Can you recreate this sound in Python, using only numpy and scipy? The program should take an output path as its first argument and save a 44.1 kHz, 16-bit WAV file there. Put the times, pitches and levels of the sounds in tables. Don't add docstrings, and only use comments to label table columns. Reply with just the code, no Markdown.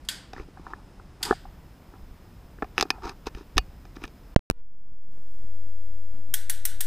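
import sys
import numpy as np
from scipy import signal
from scipy.fft import rfft, irfft
from scipy.io import wavfile
from scipy.ndimage import uniform_filter1d

SR = 44100
rng = np.random.default_rng(int(sys.argv[2]) if len(sys.argv) > 2 else 0)


def to_linear_factor(level_db):
    exponent = np.asarray(level_db, float) / 20
    return 10 ** exponent


def dump(signal):
    limited = np.clip(np.atleast_2d(signal).T, -1, 1)
    pcm = np.round(limited * 32767).astype(np.int16)
    wavfile.write(sys.argv[1], SR, pcm)


N = 302526
T = np.arange(N) / SR

BUILT_IN_OFF_S, STEREO_ON_S = 4.346, 4.5117
FRAME_S = .021333

# frequency in Hz, width in Hz, level in dB.
HOUSING_BODY = [(755, 89, 2), (1270, 370, -2.5), (1760, 130, 0.5), (2490, 300, -3)]
BODY_OCTAVES = np.log2([hz / HOUSING_BODY[1][0] for hz, _, _ in HOUSING_BODY])


def rms_one(x):
    return x / np.sqrt(np.mean(x ** 2) + 1e-20)


def in_time(rows, outside=None):
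    s, *columns = np.transpose(rows)
    return [np.interp(T, s, column, outside, outside) for column in columns]


def at_hz(points, hz):
    table_hz, values = np.transpose(points)
    return np.interp(np.log(hz + 1), np.log(table_hz), values)


def colour(x, spectrum):
    size = 2 ** 14
    gain = to_linear_factor(at_hz(spectrum, np.fft.rfftfreq(size, 1 / SR)))
    cepstrum = irfft(np.log(gain))
    cepstrum[1:size // 2] *= 2
    cepstrum[size // 2 + 1:] = 0
    kernel = irfft(np.exp(rfft(cepstrum)))
    return signal.fftconvolve(np.atleast_2d(x), kernel[None], axes=1)[:, :N]


def drift(rate):
    knots = rng.standard_normal(int(N / SR * 40) + 2)
    return np.interp(T * np.clip(rate, .1, 39), np.arange(len(knots)), knots)


def resonate(x, modes):
    out = 0
    for k, (hz, width, level_db) in enumerate(modes):
        r = np.exp(-np.pi * width / SR)
        feedback = [1, -2 * r * np.cos(2 * np.pi * hz / SR), r * r]
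        peak = signal.lfilter([1, 0, -1], feedback, x + 1e-18)
        out = out + (-1) ** k * to_linear_factor(level_db) * (1 - r * r) / 2 * peak
    return out


def add(track, s, piece):
    i = round(s * SR)
    track[i:i + len(piece)] += piece[:N - i]


def room_noise_built_in():
    # frequency in Hz, level in dB per Hz.
    rumble_and_hiss = [(12, -31.5), (20, -1.5), (44, 0.5), (104, -10), (193, -11), (228, -16), (293, -15.5),
                       (434, -22), (949, -26.5), (4300, -40.5), (5080, -43), (6360, -44), (11100, -47),
                       (15100, -41), (15500, -65.5)]
    white = rng.standard_normal(N)
    white = white + to_linear_factor(5.5) * resonate(white, [(5130, 200, 0)])
    noise = rms_one(colour(white, rumble_and_hiss)[0])

    treble_hz, treble_db, treble_opens_s = 11000, -7.5, 1.225
    top = signal.sosfiltfilt(signal.butter(4, treble_hz, "high", fs=SR, output="sos"), noise)
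    noise = noise - top * (1 - to_linear_factor(treble_db)) * (T < treble_opens_s)

    lows = signal.sosfilt(signal.butter(2, 200, fs=SR, output="sos"), noise)
    lumps = lows * (to_linear_factor(2.2 * drift(9.7)) - 1)
    level_db = -47.5 - 0.05 * drift(7.4)
    return to_linear_factor(level_db) * (noise + lumps)


def room_noise_stereo():
    # frequency in Hz, level in dB per Hz.
    hiss = [(15, -29.5), (25, -15), (30, -46), (33, -12.5), (40, -17), (59, -31.5), (64, -33.5),
            (206, -36.5), (439, -47.5), (545, -49.5), (3920, -62.5), (11000, -64), (15000, -63.5),
            (15500, -95)]
    # frequency in Hz, left-right likeness (1 = the same in both).
    likeness = [(60, 0.81), (180, 1), (550, 1), (1650, 0.84), (4970, 0.47), (15000, 0.59)]
    shared = [(hz, 10 * np.log10((1 + np.clip(c, 0, .99)) / 2)) for hz, c in likeness]
    apart = [(hz, 10 * np.log10((1 - np.clip(c, 0, .99)) / 2)) for hz, c in likeness]
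    mid, side = colour(rng.standard_normal((2, N)), hiss)
    pair = colour(mid, shared) + colour(side, apart) * [[1], [-1]]

    soft_treble_hz, soft_treble_db, treble_full_s = 1500, -5, 5.11
    lows = signal.lfilter(*signal.butter(1, soft_treble_hz, fs=SR), pair)
    treble_gain = np.where(T < treble_full_s, to_linear_factor(soft_treble_db), 1)
    pair = lows * to_linear_factor(2.7 * drift(12)) + (pair - lows) * treble_gain

    level_db = in_time([(4.44, -61.5), (5.35, -48)])[0]
    balance = to_linear_factor(np.array([[1.3], [-1.3]]))
    return to_linear_factor(level_db) * rms_one(pair) * balance


def pulse(start, end, height, release):
    return height * (T >= start) * np.clip(1 - (T - end) / release, 0, 1)


def settle(start, height, tau):
    return height * (T >= start) * np.exp(-np.maximum(T - start, 0) / tau)


def bias(c, jitter):
    offset, overshoot = [.037, .0335][c], [.019, .015][c]
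    climb_db_per_s, top_db, droop_db_per_s = [14.5, 13.3][c], [13.4, 10.2][c], [1.1, 1.5][c]
    stair_hz, fade_end_s, first_frame_s = 480, 4.608, 4.6232

    stairs = np.floor(T * stair_hz) / stair_hz
    fade = np.clip((stairs - STEREO_ON_S) / (fade_end_s - STEREO_ON_S), 0, 1) ** 1.4

    since = np.maximum(T - fade_end_s, 0)
    frames = np.maximum(np.floor((T - first_frame_s) / FRAME_S) + 1, 0)
    topped_s = top_db / climb_db_per_s
    climb_db = climb_db_per_s * FRAME_S * frames
    droop_db = top_db - droop_db_per_s * (since - topped_s)
    gain_db = np.minimum(climb_db, droop_db)
    gain_db = gain_db + .06 * jitter[frames.astype(int)] * (since < topped_s)
    gain_db = uniform_filter1d(gain_db, size=9)
    return fade * (offset * to_linear_factor(gain_db) + overshoot * np.exp(-since / .03))


def switching():
    # start in seconds, end in seconds, height, release in seconds.
    rail_pop = [
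        (4.3621, 4.36288, -1, .00008),
        (4.3621, 4.3643, -1, .00062),
    ]
    blip = [
        (4.50031, 4.50059, .49, .00003),
        (4.50066, 4.50127, .59, .00003),
    ]
    # start in seconds, height, time constant in seconds.
    rebound = [
        (4.36292, .078, .0075),
        (4.36445, .33, .0076),
    ]
    sag = [
        (4.51172, -.08, .0042),
        (4.51097, -.08, .0042),
    ]
    rest = [.015, .007]
    mute_s, slew = 4.3931, .45

    out, jitter = np.zeros((2, N)), rng.standard_normal(int(N / SR / FRAME_S))
    for c in range(2):
        pop = pulse(*rail_pop[c])
        recovery = settle(*rebound[c]) + rest[c] * (T > rebound[c][0])
        first = pop + (1 + pop) * recovery
        offset = first * (T < mute_s) + bias(c, jitter)
        slewed = uniform_filter1d(signal.lfilter([1 - slew], [1, -slew], offset), size=3)
        out[c] = slewed + pulse(*blip[c]) + settle(*sag[c])
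    return out


def thumps():
    # start in seconds, peak in dB, frequency in Hz.
    grip_shifts = [(0.399, -34, 45), (1.306, -36, 45), (2.028, -35, 40), (2.112, -35.5, 40),
                   (2.45, -41, 40), (2.63, -32, 43.8), (2.811, -33.5, 45), (3.049, -30, 45),
                   (3.269, -34, 45), (3.35, -31, 40.5), (3.562, -16, 45), (3.588, -17.5, 45),
                   (4.044, -32, 45)]
    t, out = T[:3000], np.zeros(N)
    for s, peak_db, hz in grip_shifts:
        swing = np.sin(2 * np.pi * hz * t) * np.exp(-t / 0.012)
        add(out, s, to_linear_factor(peak_db + 3.0) * swing)
    return out


def contact(peak_db, contact_s):
    t = T[:1300]
    force = rng.standard_normal(len(t)) * np.exp(-t / contact_s)
    force[0] = 8.1
    return to_linear_factor(peak_db - 4.0) * force


def taps():
    # start in seconds, peak in dB, boom against peak in dB,
    # body tilt in dB per octave (depends on the spot touched).
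    pad_taps = [(0.363, -33, -8, 7), (0.38, -36, -8, 21), (0.41, -51, 3, 7), (0.485, -49.5, 2, -3),
                (0.572, -38.5, -22, -6.5), (0.596, -48.5, 6, -1), (0.666, -29.5, -19, -3),
                (0.734, -26.5, -22, 5), (0.997, -38.5, -14, -3), (1.275, -38, -24, 7), (1.309, -13, -2, 1),
                (1.325, -19.5, -11.5, -4.5), (1.453, -41.5, -20, -10), (1.938, -41, -7.5, -6),
                (2.585, -45.5, -6, 11), (2.627, -23, -5.5, -9.5), (2.853, -33, -7, -5),
                (2.982, -38.5, -28, -8), (3.372, -45, -1, -2), (3.409, -48, 4, -3), (3.984, -51, -5, 7)]
    boom, pad = np.zeros(N), np.zeros((4, N))
    for s, peak_db, boom_db, tilt_db in pad_taps:
        force = contact(peak_db, contact_s=0.0025)
        add(boom, s, to_linear_factor(boom_db + 28) * force)
        add(pad.T, s, np.outer(force, to_linear_factor(17.0 + tilt_db * BODY_OCTAVES)))
    return boom, pad


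def cracks():
    # start in seconds, peak in dB, boom against peak in dB, snap against peak in dB,
    # body tilt in dB per octave.
    nail_cracks = [(0.333, -26.5, -17, -15.5, -5), (0.398, -30, -4, -30, -7), (2.623, -17, -15, -47, -6.5),
                   (2.644, -29.5, -15.5, -26, -7.5), (2.78, -10.5, -19.5, -15.5, 3),
                   (2.788, -24, -13.5, -4, 0), (2.798, -16, -15, -14, 2), (2.81, -10.5, -27, -5.5, 4.5),
                   (2.826, -12.5, -16.5, -6.5, -6), (2.904, -11, -20, -6.5, 4.5),
                   (3.055, -28, -5, -12.5, -5), (3.094, -28, -12, -6, 0.9), (3.269, -22.5, -12, -10.5, -4),
                   (3.349, -35, -15, -10, 2), (3.384, -44, -10.5, -8, 0), (3.57, -21.5, -9, -10.5, 2.1),
                   (3.58, -3.5, -23.5, -8.5, 2.5), (3.853, -39, -18, -15, -2.5),
                   (3.968, -35.5, -9.5, -23, -1.5), (4.019, -39, -5.5, -20, -2), (4.039, -22, -18, -23, 5),
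                   (4.078, -42.5, -7.5, -6.5, 5)]
    boom, nail, snap = np.zeros(N), np.zeros((4, N)), np.zeros(N)
    for s, peak_db, boom_db, snap_db, tilt_db in nail_cracks:
        force = contact(peak_db, contact_s=0.0031)
        add(boom, s, to_linear_factor(boom_db + 29) * force)
        add(nail.T, s, np.outer(force, to_linear_factor(10.0 + tilt_db * BODY_OCTAVES)))
        add(snap, s, to_linear_factor(snap_db + 11.5) * force)
    return boom, nail, snap


def rubs():
    # start in seconds, hardest in seconds, end in seconds (a row whose end lies before its start
    # stays silent), body in dB, snap against body in dB.
    strokes = [(0.33, 0.392, 0.44, -49.5, 5), (0.56, 0.72, 0.8, -53.5, -1.5), (0.79, 0.845, 1, -65, -16),
               (1.206, 1.29, 1.335, -40.5, -3), (1.416, 1.45, 3.9, -71, -12), (1.92, 1.958, 1.97, -59, -16),
               (2.749, 2.77, 2.9, -57.5, 8.5), (2.92, 2.945, 3.03, -50.5, -6),
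               (3.02, 3.04, 3.134, -41.5, -1.5), (3.035, 3.10, 3.125, -61, 15.5),
               (3.258, 3.271, 3.288, -43.5, 11), (3.33, 3.38, 3.43, -60.5, 11),
               (3.556, 3.576, 3.48, -56, 6.5), (3.585, 3.59, 3.5, -63, -12), (3.953, 3.965, 3.97, -53, 8.5),
               (4.0, 4.02, 4.06, -58, 10), (4.028, 4.054, 4.06, -49.5, 12)]
    edge_db = -11.5
    tilt = to_linear_factor(13.5 - 5.5 * BODY_OCTAVES)[:, None]
    grains = rms_one(rng.standard_normal(N) * rng.exponential(1, N) ** 1.4) * to_linear_factor(2.5 * drift(38))
    skin, nail, snap = np.zeros(N), np.zeros(N), np.zeros(N)
    for start, hardest, end, body_db, snap_db in strokes:
        shape_db = in_time([(start, edge_db), (hardest, 0), (end, edge_db)], outside=-150)[0]
        friction = to_linear_factor(body_db + shape_db) * grains
        skin += friction
        nail += to_linear_factor(snap_db + 5.5) * friction
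        snap += to_linear_factor(snap_db - 1.15) * friction
    return to_linear_factor(17.5) * skin, tilt * skin, nail, snap, skin


def housing():
    # frequency in Hz, width in Hz, level in dB.
    boom_modes = [(283, 120, 1.5), (427, 120, -0.5)]
    snap_modes = [(3812, 450, 1), (5040, 370, 2.5), (6220, 790, -5), (8540, 2300, -18.5), (12500, 900, -18)]
    lid_modes = [(2500, 25, -12), (2830, 30, -17), (4560, 25, -21)]
    skin_modes = [(920, 120, 20)]

    tap_boom, tap_pad = taps()
    crack_boom, crack_nail, crack_snap = cracks()
    rub_boom, rub_pad, rub_nail, rub_snap, skin = rubs()
    nail = crack_nail + rub_nail

    flesh = signal.butter(10, 1700, fs=SR, output="sos")
    drive = nail + signal.sosfilt(flesh, tap_pad + rub_pad + 1e-18)
    body = sum((-1) ** k * resonate(drive[k], [mode]) for k, mode in enumerate(HOUSING_BODY))
    boom = resonate(tap_boom + crack_boom + rub_boom, boom_modes)
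    snap = resonate(crack_snap + rub_snap, snap_modes)
    lid = resonate(nail[-1], lid_modes)
    stick_slip = resonate(resonate(skin, skin_modes), [(skin_modes[0][0], 900, 0)])
    return boom + lid + body + stick_slip + snap


def room():
    # frequency in Hz, time to fall by 60 dB in seconds.
    room_decay = [(500, 0.91), (1300, 0.55), (3500, 0.47), (9000, 0.32), (15000, 0.17)]
    t, tail, band_edges = T[:SR // 2], 0, 400 * 2 ** np.arange(0, 5.6, .5)
    for low, high in zip(band_edges, band_edges[1:]):
        band_filter = signal.butter(2, [low, high], "band", fs=SR, output="sos")
        band = signal.sosfilt(band_filter, rng.standard_normal(len(t)))
        tail = tail + band * to_linear_factor(-60 * t / at_hz(room_decay, np.sqrt(low * high)))
    onset = 1 - np.exp(-t / 0.0019)
    return tail * onset / np.sqrt(np.sum(tail ** 2))


def pawls(drops, spectrum, chatter_s, ring_db, room_db, level_db):
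    # frequency in Hz, level in dB, ring time in seconds (60 dB down after about
    hub_modes = [(1676, -31, 0.76), (3600, -8.5, 0.13), (4510, -20, 0.2), (5394, 0, 0.4),
                 (5846, -17.5, 0.73), (8419, -6, 0.74), (9820, -17, 0.21), (10310, 5, 0.085),
                 (10900, -26.5, 0.35), (11510, 3, 0.15), (11960, -17.5, 0.52), (12600, -18.5, 0.18),
                 (13990, -8.5, 0.28), (14950, -11, 0.22)]
    t, chatter, answer = T[:1500], np.zeros(N), np.zeros(N)
    for s, peak_db, spoke_hz in drops:
        grain = rng.standard_normal(len(t)) * rng.exponential(1, len(t)) ** .6
        burst = to_linear_factor(peak_db) * grain * np.minimum(t / 0.0014, 1) * np.exp(-t / chatter_s)
        spoke = resonate(burst, [(spoke_hz, 170, 5.5)])
        add(chatter, s, burst + spoke)
        add(answer, s, to_linear_factor(peak_db + 9) * room())
    hub = resonate(chatter, [(hz, 6 / t60, mode_db) for hz, mode_db, t60 in hub_modes])
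    clicks = chatter + to_linear_factor(ring_db) * hub + to_linear_factor(room_db) * answer
    return to_linear_factor(level_db) * colour(clicks, spectrum)[0]


def pawls_built_in():
    # start in seconds, peak in dB, frequency in Hz of the spoke that answers.
    early_drops = [
        (0.049, -43, 4330),
        (0.0867, -10.5, 3350),
        (1.217, -45, 800),
        (1.2279, -11, 3600),
        (1.2506, -19, 4900),
    ]
    # frequency in Hz, level in dB per Hz.
    early_colour = [(290, -68.5), (500, -23), (868, -19), (1250, -15), (1510, -4.5), (2500, -12.5),
                    (3340, -5), (4210, -9.5), (4800, -2.5), (5710, -14), (8090, -8), (13100, -18),
                    (15100, -22), (16000, -51.5)]
    return pawls(early_drops, early_colour, chatter_s=0.007, ring_db=2.0, room_db=7.5, level_db=1.0)


def pawls_stereo():
    # start in seconds, peak in dB, frequency in Hz of the spoke that answers.
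    late_drops = [
        (6.339, -12.5, 3330),
        (6.4967, -13.5, 10400),
        (6.6517, -13.5, 5840),
        (6.8059, -13.5, 8500),
    ]
    # frequency in Hz, level in dB per Hz.
    late_colour = [(290, -51.5), (500, -23.5), (729, -12.5), (1230, -18), (1500, -1), (1950, -3),
                   (2450, -10.5), (3450, -2), (5160, -8), (5900, -4), (7000, -4.5), (8300, 1),
                   (11500, -1.5), (15200, 1), (15800, -22.5)]
    return pawls(late_drops, late_colour, chatter_s=0.0051, ring_db=4.5, room_db=3.0, level_db=0.0)


def scene():
    mono = room_noise_built_in() + thumps() + housing() + pawls_built_in()
    stereo = room_noise_stereo() + pawls_stereo()
    return mono * (T < BUILT_IN_OFF_S) + stereo * (T > STEREO_ON_S + .012) + switching()


def roll_off(x):
    return signal.sosfilt(signal.butter(12, 16520, fs=SR, output="sos"), x)


def record(dry):
    band_limit = signal.butter(8, 16300, fs=SR, output="sos")
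    limited = signal.sosfiltfilt(band_limit, np.clip(dry, -1, 1))
    return roll_off(np.clip(limited, -1, 1))


dry = scene()
out = record(dry)
dump(out)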